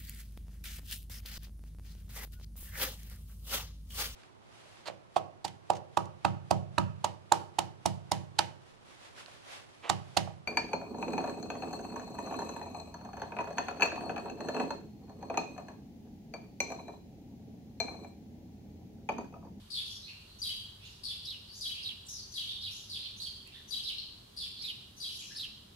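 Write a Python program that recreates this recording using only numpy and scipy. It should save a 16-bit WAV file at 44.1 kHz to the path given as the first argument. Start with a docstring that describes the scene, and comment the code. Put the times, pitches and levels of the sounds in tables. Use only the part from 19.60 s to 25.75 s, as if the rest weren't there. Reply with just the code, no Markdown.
"""Sparrows in a courtyard

House sparrows chirp between apartment blocks on a quiet morning, over the low rumble of the town.
Each chirp is a rough, two-voiced whistle with overtones and a harsh edge of shaped noise.
The facades throw it back as smeared echoes and a fading tail. Hoarse calls and short peeps
come between. Shaped noise makes the traffic and hiss, wavering tones the machine hum."""
import sys
import numpy as np
from scipy import signal
from scipy.fft import rfft, irfft
from scipy.io import wavfile
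from scipy.ndimage import uniform_filter1d

SR = 44100
rng = np.random.default_rng(int(sys.argv[2]) if len(sys.argv) > 2 else 0)


def wrap_up_sound(samples):
    """Save the sound to the file named by the first command line argument, as 16-bit audio."""
    columns = np.atleast_2d(samples).T
    # keep every value between -1 and 1, then stretch to whole-number steps
    tamed = np.clip(columns, -1, 1)
    steps = np.round(tamed * 32767).astype(np.int16)
    wavfile.write(sys.argv[1], SR, steps)


N = 271215
TIME, FREQ = np.arange(N) / SR, np.fft.rfftfreq(N, 1 / SR)


def from_db(db):
    """Decibels to gain."""
    return 10 ** (np.asarray(db) / 20)


def rms_one(x):
    """Scale to unit power."""
    return x / np.sqrt(np.mean(x ** 2) + 1e-20)


def at_hz(points, hz):
    """Read a table between its points, on a log-frequency axis."""
    f, value = np.transpose(points)
    return np.interp(np.log(np.maximum(hz, 1)), np.log(f), value)


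def panned(db):
    """Left and right gains for a level difference; positive is louder on the left."""
    return from_db(np.array([[db], [-db]]) / 2)


def wander(size, hz):
    """Random motion, mostly slower than the given rate, spread 1."""
    f = np.fft.rfftfreq(size, 1 / SR)
    return rms_one(irfft(rfft(rng.standard_normal(size)) / (1 + (f / hz) ** 2), size))


def coloured(x, spectrum):
    """Shape a sound by a spectrum; rms 1."""
    gain = from_db(at_hz(spectrum, np.fft.rfftfreq(len(x), 1 / SR)))
    return rms_one(irfft(rfft(x) * gain, len(x)))


# how alike the two sides are: pitch_hz, correlation (no unit)
LIKENESS = [(40, .997), (90, 1), (180, 0.96), (300, 0.9), (450, 0.41), (650, 0.42), (1000, 0.1),
            (1500, 0.14), (3000, .02)]
# how far the left side trails: pitch_hz, phase_radians
LEFT_TRAIL = [(30, .03), (120, 0.17), (300, 0.61), (450, 2.18), (650, 3), (1000, 3.25), (1500, 5.6)]


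def stereo_noise(spectrum):
    """Noise from all around: long bass waves reach both sides alike, the treble does not; rms 1."""
    mid, side = rfft(rng.standard_normal((2, N)))
    alike = np.clip(at_hz(LIKENESS, FREQ), -.999, .999)
    both = np.sqrt(1 + alike) * mid + np.sqrt(1 - alike) * side * [[1], [-1]]
    both[0] *= np.exp(-1j * at_hz(LEFT_TRAIL, FREQ))
    return rms_one(irfft(both * from_db(at_hz(spectrum, FREQ)), N))


# colour of the far traffic: pitch_hz, relative level_db per Hz
TRAFFIC = [(15, -43), (25, -8), (75, 0), (108, -1.5), (162, -6), (210, -7), (266, -11), (398, -12.5),
           (487, -16), (845, -19), (1030, -18.5), (2000, -27), (2600, -90), (4400, -120)]
TRAFFIC_DB, RUMBLE_DB_PER_S = -59, -.6   # the low end slowly sinks


def traffic_noise(rumble_hz=75):
    """Far traffic: noise that is mostly bass, with the part below rumble_hz slowly sinking."""
    traffic = from_db(TRAFFIC_DB) * stereo_noise(TRAFFIC)
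    rumble = irfft(rfft(traffic) / (1 + (FREQ / rumble_hz) ** 4), N)
    rumble_gain = from_db(RUMBLE_DB_PER_S * (TIME - TIME.mean()))
    return traffic + (rumble_gain - 1) * rumble


# upper tones of distant machinery: pitch_hz, level_db
HUM = [(208, -72.5), (390, -78.5)]
# the lowest machine tone swells, sinks and partly returns: time_s, level_db
DRONE_LEVEL = [(0, -63), (2.4, -66.5), (2.78, -63.5), (3.1, -60), (4.4, -88), (6.15, -71)]
DRONE_HZ = 99


def machine_hum(waver_hz=7):
    """Distant machinery: low tones whose strength and phase waver at random."""
    tones = [(DRONE_HZ, np.interp(TIME, *np.transpose(DRONE_LEVEL)))] + HUM
    hum = np.zeros(N)
    for hz, db in tones:
        waver = wander(N, waver_hz) + 1j * wander(N, waver_hz)
        hum += from_db(db) * rms_one(np.real(waver * np.exp(2j * np.pi * hz * TIME)))
    return hum


# colour of the faint hiss: pitch_hz, relative level_db per Hz
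AIR = [(1300, -12), (2100, -6), (3300, 6.5), (4500, 2.5), (6000, -5.5), (9000, -6.5), (12500, -8.5),
       (15500, -16)]
AIR_DB = -62


def air_hiss():
    """A faint steady hiss, made of noise."""
    return from_db(AIR_DB) * stereo_noise(AIR)


# what the beak lets through of the overtones: pitch_hz, gain_db
BEAK = [(5000, 9), (6500, -8), (8000, -11), (9300, -2), (10300, 3), (11800, 2), (13000, -16), (15500, -25)]


def syrinx(pitch, overtones_db, rough, jitter=0.087, jitter_hz=520, shimmer_db=7,
           third_db=-2, fourth_db=-9):
    """One vibrating membrane: a whistle with fast flutter and weak overtones."""
    flutter = wander(len(pitch), jitter_hz)
    flutter = flutter - uniform_filter1d(flutter, size=200)   # each note keeps its centre pitch
    phase = 2 * np.pi * np.cumsum(pitch * (1 + jitter * rough * rms_one(flutter))) / SR
    voice = np.sin(phase)
    for k, db in enumerate([0, third_db, fourth_db], 2):
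        gain = from_db(overtones_db + db + at_hz(BEAK, k * pitch))
        voice += gain * np.sin(k * phase) * (k * pitch < SR / 2)
    shimmer = 2 * np.tanh(wander(len(pitch), 118) / 2)   # fast uneven loudness, kept in bounds
    return rms_one(voice * from_db(shimmer_db * rough * shimmer))


# low and high throat resonance, colouring the harsh part: pitch_hz, relative level_db per Hz
THROAT_LOW = [(2000, -52), (2900, -39), (3600, 2.5), (4400, 2.5), (5200, -7), (5700, -9), (7000, -49)]
THROAT_HIGH = [(4800, -39), (6300, -8.5), (7800, 4.5), (9200, -26.5), (10200, 9), (11800, 1.5),
               (12800, -12), (15500, -59)]


def chirp(shape, ratio, length, swell, overtones_db, rough, upper_hz=4750, upper_follow=.45,
          upper_db=-11, harsh_db=-7, edge_db=-5, main_bright_db=-4, upper_bright_db=6,
          edge_fade_db=55, grain_db=4):
    """Both sides of the syrinx sing; irregular vibration adds a harsh edge, keenest at the start."""
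    s, hz, db = np.transpose(shape)
    t = np.arange(s[0] * length, s[-1] * length, 1 / SR)
    from_middle = t - t.mean()
    pitch = ratio * np.interp(t, s * length, hz)
    # the weaker voice follows only part of the way, staying closer to upper_hz
    pivot = upper_hz * ratio
    upper = pivot * (pitch / pivot) ** upper_follow
    bright_db = overtones_db - edge_fade_db * from_middle
    voices = syrinx(pitch, bright_db + main_bright_db, rough)
    voices += from_db(upper_db) * syrinx(upper, bright_db + upper_bright_db, rough + 0.3)
    grit = rng.standard_normal(len(t)) * from_db(grain_db * wander(len(t), 250))
    voices += rough * from_db(harsh_db) * coloured(grit, THROAT_LOW)
    voices += from_db(bright_db + edge_db) * coloured(grit, THROAT_HIGH)
    return t[0], voices * from_db(np.interp(t, s * length, db) + swell * from_middle)


FADE_DB = 26   # depth of every attack and release
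ACCENT_S = 0.022   # the first push dies away in this time, before stretching
LEAD_S, LEAD_RISE_DB = .028, 14   # lead-in note: duration before stretching, and rise
LEAP_DIP_DB, LEAP_OCTAVES_PER_S = 4, 42   # the voice weakens while its pitch leaps


def sing(contour, length, swell, attack_s, hold_s, release_s, accent_db, overtones_db, rough,
         lead=None, ratio=1):
    """One breath: optional lead-in, attack, accent, hold and release; length stretches all its times."""
    s = np.arange(-attack_s, hold_s + release_s, 1 / SR)
    hz = np.interp(s, *np.transpose(contour))
    corners = [-attack_s, 0, hold_s, hold_s + release_s]
    db = np.interp(s, corners, [-FADE_DB, 0, 0, -FADE_DB])
    db += accent_db * np.exp(-np.abs(s) / ACCENT_S)
    db -= LEAP_DIP_DB * np.tanh(np.gradient(np.log2(hz), s) / LEAP_OCTAVES_PER_S) ** 2
    shape = np.column_stack([s, hz, db])
    if lead:
        # (share of LEAD_S before the call, share of LEAD_RISE_DB below the peak)
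        steps = ((1, 1), (1 / 3, 0), (1 / 20, 1 / 2))
        rise = [(-attack_s - LEAD_S * before, lead["hz"], lead["db"] - LEAD_RISE_DB * weak)
                for before, weak in steps]
        shape = np.vstack([rise, shape])
    return chirp(shape, ratio, length, swell, overtones_db, rough)


def stairs(notes_hz, step_s, glide_share):
    """Pitch contour of held notes at an even pace, joined by quick glides: (s, Hz)."""
    held = 1 - np.clip(glide_share, .05, .95)
    return [((k + part) * step_s, hz) for k, hz in enumerate(notes_hz) for part in (0, held)]


def placed(rows, contour, voice):
    """Sing each row as (start_s, (offset_s, sound), level_db, left_minus_right_db, echo_db)."""
    for s, length, db, swell, pan, echo_db in rows:
        yield s, sing(contour, length, swell, **voice), db, pan, echo_db


# All call levels are relative; scene() lifts the birds together. Times inside a call are unstretched.
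# staircase: notes_hz, step_s, glide_share (0-1)
SLURRED = dict(notes_hz=[4673, 4243, 3584, 3374, 2705], step_s=.0215, glide_share=0.44)
# voice: attack_s, hold_s, release_s, accent_db, overtones_db, rough (no unit)
SLURRED_VOICE = dict(attack_s=.005, hold_s=0.075, release_s=0.032, accent_db=1, overtones_db=-14, rough=0.65)
# chirps: accent_s, length (ratio), level_db, swell_db_per_s, left_minus_right_db, echo_db
SLURRED_CHIRPS = [ (.104, 1.15, -46.5, 21, 9.1, 3), (1.438, 1.17, -45, -17, 7.2, -2),
                  (3.297, .99, -46.5, 5, 0.67, -0.5), (4.767, 1.01, -45, 7, 3.6, -1)]


def slurred_chirps():
    """The sparrow on the left: a throat sliding down five notes with long glides."""
    return placed(SLURRED_CHIRPS, stairs(**SLURRED), SLURRED_VOICE)


# pitch path: time_s from the accent, pitch_hz
RASP = [(-.045, 4900), (0, 5400), (.045, 7000), (.07, 6000), (.16, 5000)]
# voice: attack_s, hold_s, release_s, accent_db, overtones_db
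RASP_VOICE = dict(attack_s=.045, hold_s=0.19, release_s=.03, accent_db=-0.5, overtones_db=-9.5)
# hoarse calls from farther off: accent_s, length (ratio), level_db, left_minus_right_db
RASPS = [(.26, 0.66, -59.5, -0.5), (1.234, 0.59, -68.5, -1), (1.939, 0.78, -62, 0.5),
         (3.113, .89, -61.5, 3), (5.535, 1.42, -59.5, 1.5)]
RASP_SWELL_DB_PER_S, RASP_ECHO_DB, RASP_ROUGH = -47, 1, 1.0


def hoarse_calls():
    """Farther birds whose strong flutter and grit make the whistle hoarse."""
    for s, length, db, pan in RASPS:
        call = sing(RASP, length, RASP_SWELL_DB_PER_S, rough=RASP_ROUGH, **RASP_VOICE)
        yield s, call, db, pan, RASP_ECHO_DB


# pitch path, moved to each peep's top pitch: time_s from the accent, pitch_hz
PEEP = [(-.02, 3755), (.025, 4366), (.1, 4100)]
# voice: attack_s, hold_s, release_s, accent_db, overtones_db
PEEP_VOICE = dict(attack_s=.04, hold_s=0.029, release_s=.055, accent_db=2, overtones_db=-21.5)
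# peeps from all round: accent_s, top_pitch_hz, length (ratio), level_db, rough (no unit),
# left_minus_right_db
PEEPS = [ (.44, 4350, 1.24, -54.5, .4, -1), (.485, 2807, 0.84, -56, 0.7, -0.5),
         (0.689, 4385, 1.5, -65.5, .15, 3), (1.231, 2910, 1.25, -60.5, .85, -2.5),
         (1.239, 3960, 1.17, -61.5, 1, -1), (1.884, 4770, 1.8, -59, .4, 4.5),
         (2.169, 2856, 0.79, -51.5, .5, 0.5), (2.889, 3683, 1.1, -44.5, 0.7, 1),
         (3.402, 4213, 0.99, -49.5, 0.46, -1), (3.45, 3394, .6, -48, 1.04, -6),
         (3.875, 2905, 0.92, -62, 0.87, -7), (3.94, 3724, 1.4, -59.5, 0.9, -1),
         (3.951, 1930, 1.0, -71, 1.1, 0), (4.375, 4305, 1, -49, 0.8, 10), (4.975, 4390, 0.76, -51, 0.9, -1),
         (5.04, 2615, 1.1, -64, 0.7, -12), (5.625, 2900, 0.77, -57.5, 0.82, 0),
         (5.711, 1810, .55, -64, .95, 4)]
PEEP_ECHO_DB = -1.8


def peeps():
    """Short peeps from all round the courtyard: one rise and fall of pitch, at many heights."""
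    for s, top_hz, length, db, rough, pan in PEEPS:
        call = sing(PEEP, length, 0, rough=rough, ratio=top_hz / np.max(PEEP), **PEEP_VOICE)
        yield s, call, db, pan, PEEP_ECHO_DB


# staircase: notes_hz, step_s, glide_share (0-1)
STEPPED = dict(notes_hz=[4705, 3940, 3260, 3920, 2990, 3290, 2746], step_s=.0178, glide_share=.25)
# voice: attack_s, hold_s, release_s, accent_db, overtones_db, rough (no unit), lead (hz, db)
STEPPED_VOICE = dict(attack_s=.0045, hold_s=0.096, release_s=.024, accent_db=-0.5, overtones_db=-12.5, rough=0.48, lead=dict(hz=6052, db=-10.5))
# chirps: accent_s, length (ratio), level_db, swell_db_per_s, left_minus_right_db, echo_db
STEPPED_CHIRPS = [ (.819, 0.99, -41, -8, 5.5, -1.5), (2.012, 1.16, -42.5, -26, 5, -2.5),
                  (2.741, 0.95, -44, -41, 6.5, .5), (4.108, .94, -46, -74, 10.5, 2),
                  (5.404, 1.21, -46, -75, 4.5, 0)]


def stepped_chirps():
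    """The left sparrow's other chirp: a thin lead-in, then an uneven fall through held notes."""
    return placed(STEPPED_CHIRPS, stairs(**STEPPED), STEPPED_VOICE)


# pitch path: time_s from the accent, pitch_hz
SWUNG = [(-.008, 4200), (.005, 5250), (.018, 3980), (.036, 3740), (.047, 4112), (.058, 3386), (.078, 2950),
         (0.114, 2742)]
# voice: attack_s, hold_s, release_s, accent_db, overtones_db, rough (no unit)
SWUNG_VOICE = dict(attack_s=.024, hold_s=0.062, release_s=0.075, accent_db=-2, overtones_db=-17.5, rough=0.57)
# chirps: accent_s, length (ratio), level_db, swell_db_per_s, left_minus_right_db, echo_db
SWUNG_CHIRPS = [ (1.651, 1.12, -43.5, -3, 0, -8), (2.231, 1.025, -41.5, 11, -1, -10),
                (3.015, 0.82, -44, 17, -0.5, -1.5), (4.24, 0.86, -40, 14, -0.5, -3),
                (5.02, 1.08, -40, 2, -0.5, -9), (5.768, 1.06, -40.5, -10, 0, -10)]


def swung_chirps():
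    """A sparrow near the middle: the membrane's pitch swings up twice and falls away."""
    return placed(SWUNG_CHIRPS, SWUNG, SWUNG_VOICE)


# pitch path: time_s from the accent, pitch_hz
THIN = [(-.012, 5535), (0.02, 6300), (.062, 5810), (.086, 4950), (.13, 4400)]
# voice: attack_s, hold_s, release_s, accent_db, overtones_db, rough (no unit), lead (hz, db)
THIN_VOICE = dict(attack_s=0.011, hold_s=0.12, release_s=.04, accent_db=5.5, overtones_db=-13.5, rough=0.6, lead=dict(hz=7766, db=-1.5))
# call: accent_s, length (ratio), level_db, swell_db_per_s, left_minus_right_db, echo_db
THIN_CALLS = [(2.488, 0.87, -52, 0, 1.8, 0)]


def thin_call():
    """A softer, higher call: a strong lead-in note, then a rise and a long fall."""
    return placed(THIN_CALLS, THIN, THIN_VOICE)


# pitch path: time_s from the accent, pitch_hz
CHEEP = [(-.004, 3960), (.005, 4320), (.021, 4495), (.044, 4340), (.054, 3310), (0.084, 3160)]
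# voice: attack_s, hold_s, release_s, accent_db, overtones_db, rough (no unit), lead (hz, db)
CHEEP_VOICE = dict(attack_s=.01, hold_s=0.072, release_s=.016, accent_db=2, overtones_db=-11, rough=0.53, lead=dict(hz=6240, db=-8))
# call: accent_s, length (ratio), level_db, swell_db_per_s, left_minus_right_db, echo_db
CHEEPS = [(3.604, 1, -45, -25, -4, -2.2)]


def cheep():
    """A cheep: the pitch arches gently, then drops quickly."""
    return placed(CHEEPS, CHEEP, CHEEP_VOICE)


NEAR_FADE_S = .008   # reflections by the perch are over quickly


def near_walls(x, near_db=-2.5, count=9):
    """Eaves and ledges by the perch add a few quick reflections, different for every call and side."""
    taps = np.zeros((2, SR // 20))
    for side in taps:
        at = rng.integers(SR // 1000, SR // 40, count)
        side[at] = rng.choice([-1, 1], count) * np.exp(-at / SR / NEAR_FADE_S)
        side *= from_db(near_db) / np.linalg.norm(side)
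    taps[:, 0] = 1   # the call itself
    return signal.fftconvolve(x[None], taps, axes=1) / np.linalg.norm(taps[0])


# facade echoes: delay_s, level_db, left_minus_right_db
FACADES = [(0.013, -1, 0.5), (0.029, -10.5, 3.5), (0.046, -2, 3), (0.073, -11, -0.5), (0.106, -12.5, -2.5),
           (.14, -10.5, -1), (0.192, -17.5, 7.5)]
# time for the tail to fall by 60 dB: pitch_hz, fall_s
COURTYARD = [(2000, 0.65), (4000, 0.77), (7000, 0.68), (11000, 0.29), (15000, 0.62)]


def courtyard(x, build_s=0.024, tail_db=0.0, scatter_s=0.002):
    """Balconies smear each facade echo; later bounces merge into a tail, each band fading at its rate."""
    t = TIME[:SR]
    white = rfft(rng.standard_normal((2, SR)))
    centres = np.geomspace(1500, 16000, 8)
    tail = np.zeros((2, SR))
    for hz, share in zip(centres, np.eye(len(centres))):
        band = irfft(white * np.interp(np.arange(white.shape[1]), centres, share), SR)
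        tail += band * from_db(-60 * t / at_hz(COURTYARD, hz))
    response = from_db(tail_db) * rms_one(tail * (1 - np.exp(-t / build_s))) / np.sqrt(SR)
    for delay, db, pan in FACADES:
        fade = np.exp(-np.abs(t - delay) / scatter_s) * (t >= delay)
        smear = rng.standard_normal((2, SR)) * fade
        response += from_db(db) * panned(pan) * rms_one(smear) / np.sqrt(SR)
    return signal.fftconvolve(x, response, axes=1)[:, :N]


SIDE_LAG_S = .0003   # most that either side is shifted in time


def birds(echo_pan_share=0.19):
    """Sound travels from each perch directly and again by way of the facades."""
    direct, to_walls = np.zeros((2, 2, N))
    for kind in (slurred_chirps, hoarse_calls, peeps, stepped_chirps, swung_chirps, thin_call, cheep):
        for s, (offset, call), db, pan, echo_db in kind():
            near = near_walls(call)
            clock = s + offset + np.arange(near.shape[1]) / SR
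            lag = SIDE_LAG_S * np.tanh(pan)   # the louder side hears it first
            sides = [np.interp(TIME + shift, clock, side, 0, 0)
                     for shift, side in zip((lag, -lag), near)]
            direct += from_db(db) * panned(pan) * sides
            plain = np.interp(TIME, clock[:len(call)], call, 0, 0)
            to_walls += from_db(db + echo_db) * panned(pan * echo_pan_share) * plain
    return direct + courtyard(to_walls)


# a tiny dry tick: start_s, level_db
TICK = (3.875, -45)


def tick(fade_s=0.00074):
    """A short, bright snap: a burst of treble noise that dies away at once."""
    s, db = TICK
    snap = coloured(rng.standard_normal(N), THROAT_HIGH)
    return from_db(db) * snap * np.exp(-np.abs(TIME - s) / fade_s) * (TIME >= s)


def scene():
    """Birds over the town, with one tick."""
    town = traffic_noise() + machine_hum() + air_hiss()
    return town + from_db(2.0) * birds() + tick()


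# the two microphones differ in colour: pitch_hz, left_minus_right_db
MICROPHONES = [(100, 0.5), (800, -1.5), (2700, -2.2), (4300, -2), (5000, 0.5), (7800, 0.5), (9900, 5.5),
               (11200, -1), (13200, -4)]
CUTOFF_HZ = 15720


def record(dry):
    """Each microphone has its own colour; everything above the cutoff is removed steeply."""
    colour = from_db(at_hz(MICROPHONES, FREQ) * np.array([[1], [-1]]) / 2)
    return irfft(rfft(dry) * colour / np.sqrt(1 + (FREQ / CUTOFF_HZ) ** 300), N)


dry = scene()
out = record(dry)
wrap_up_sound(out)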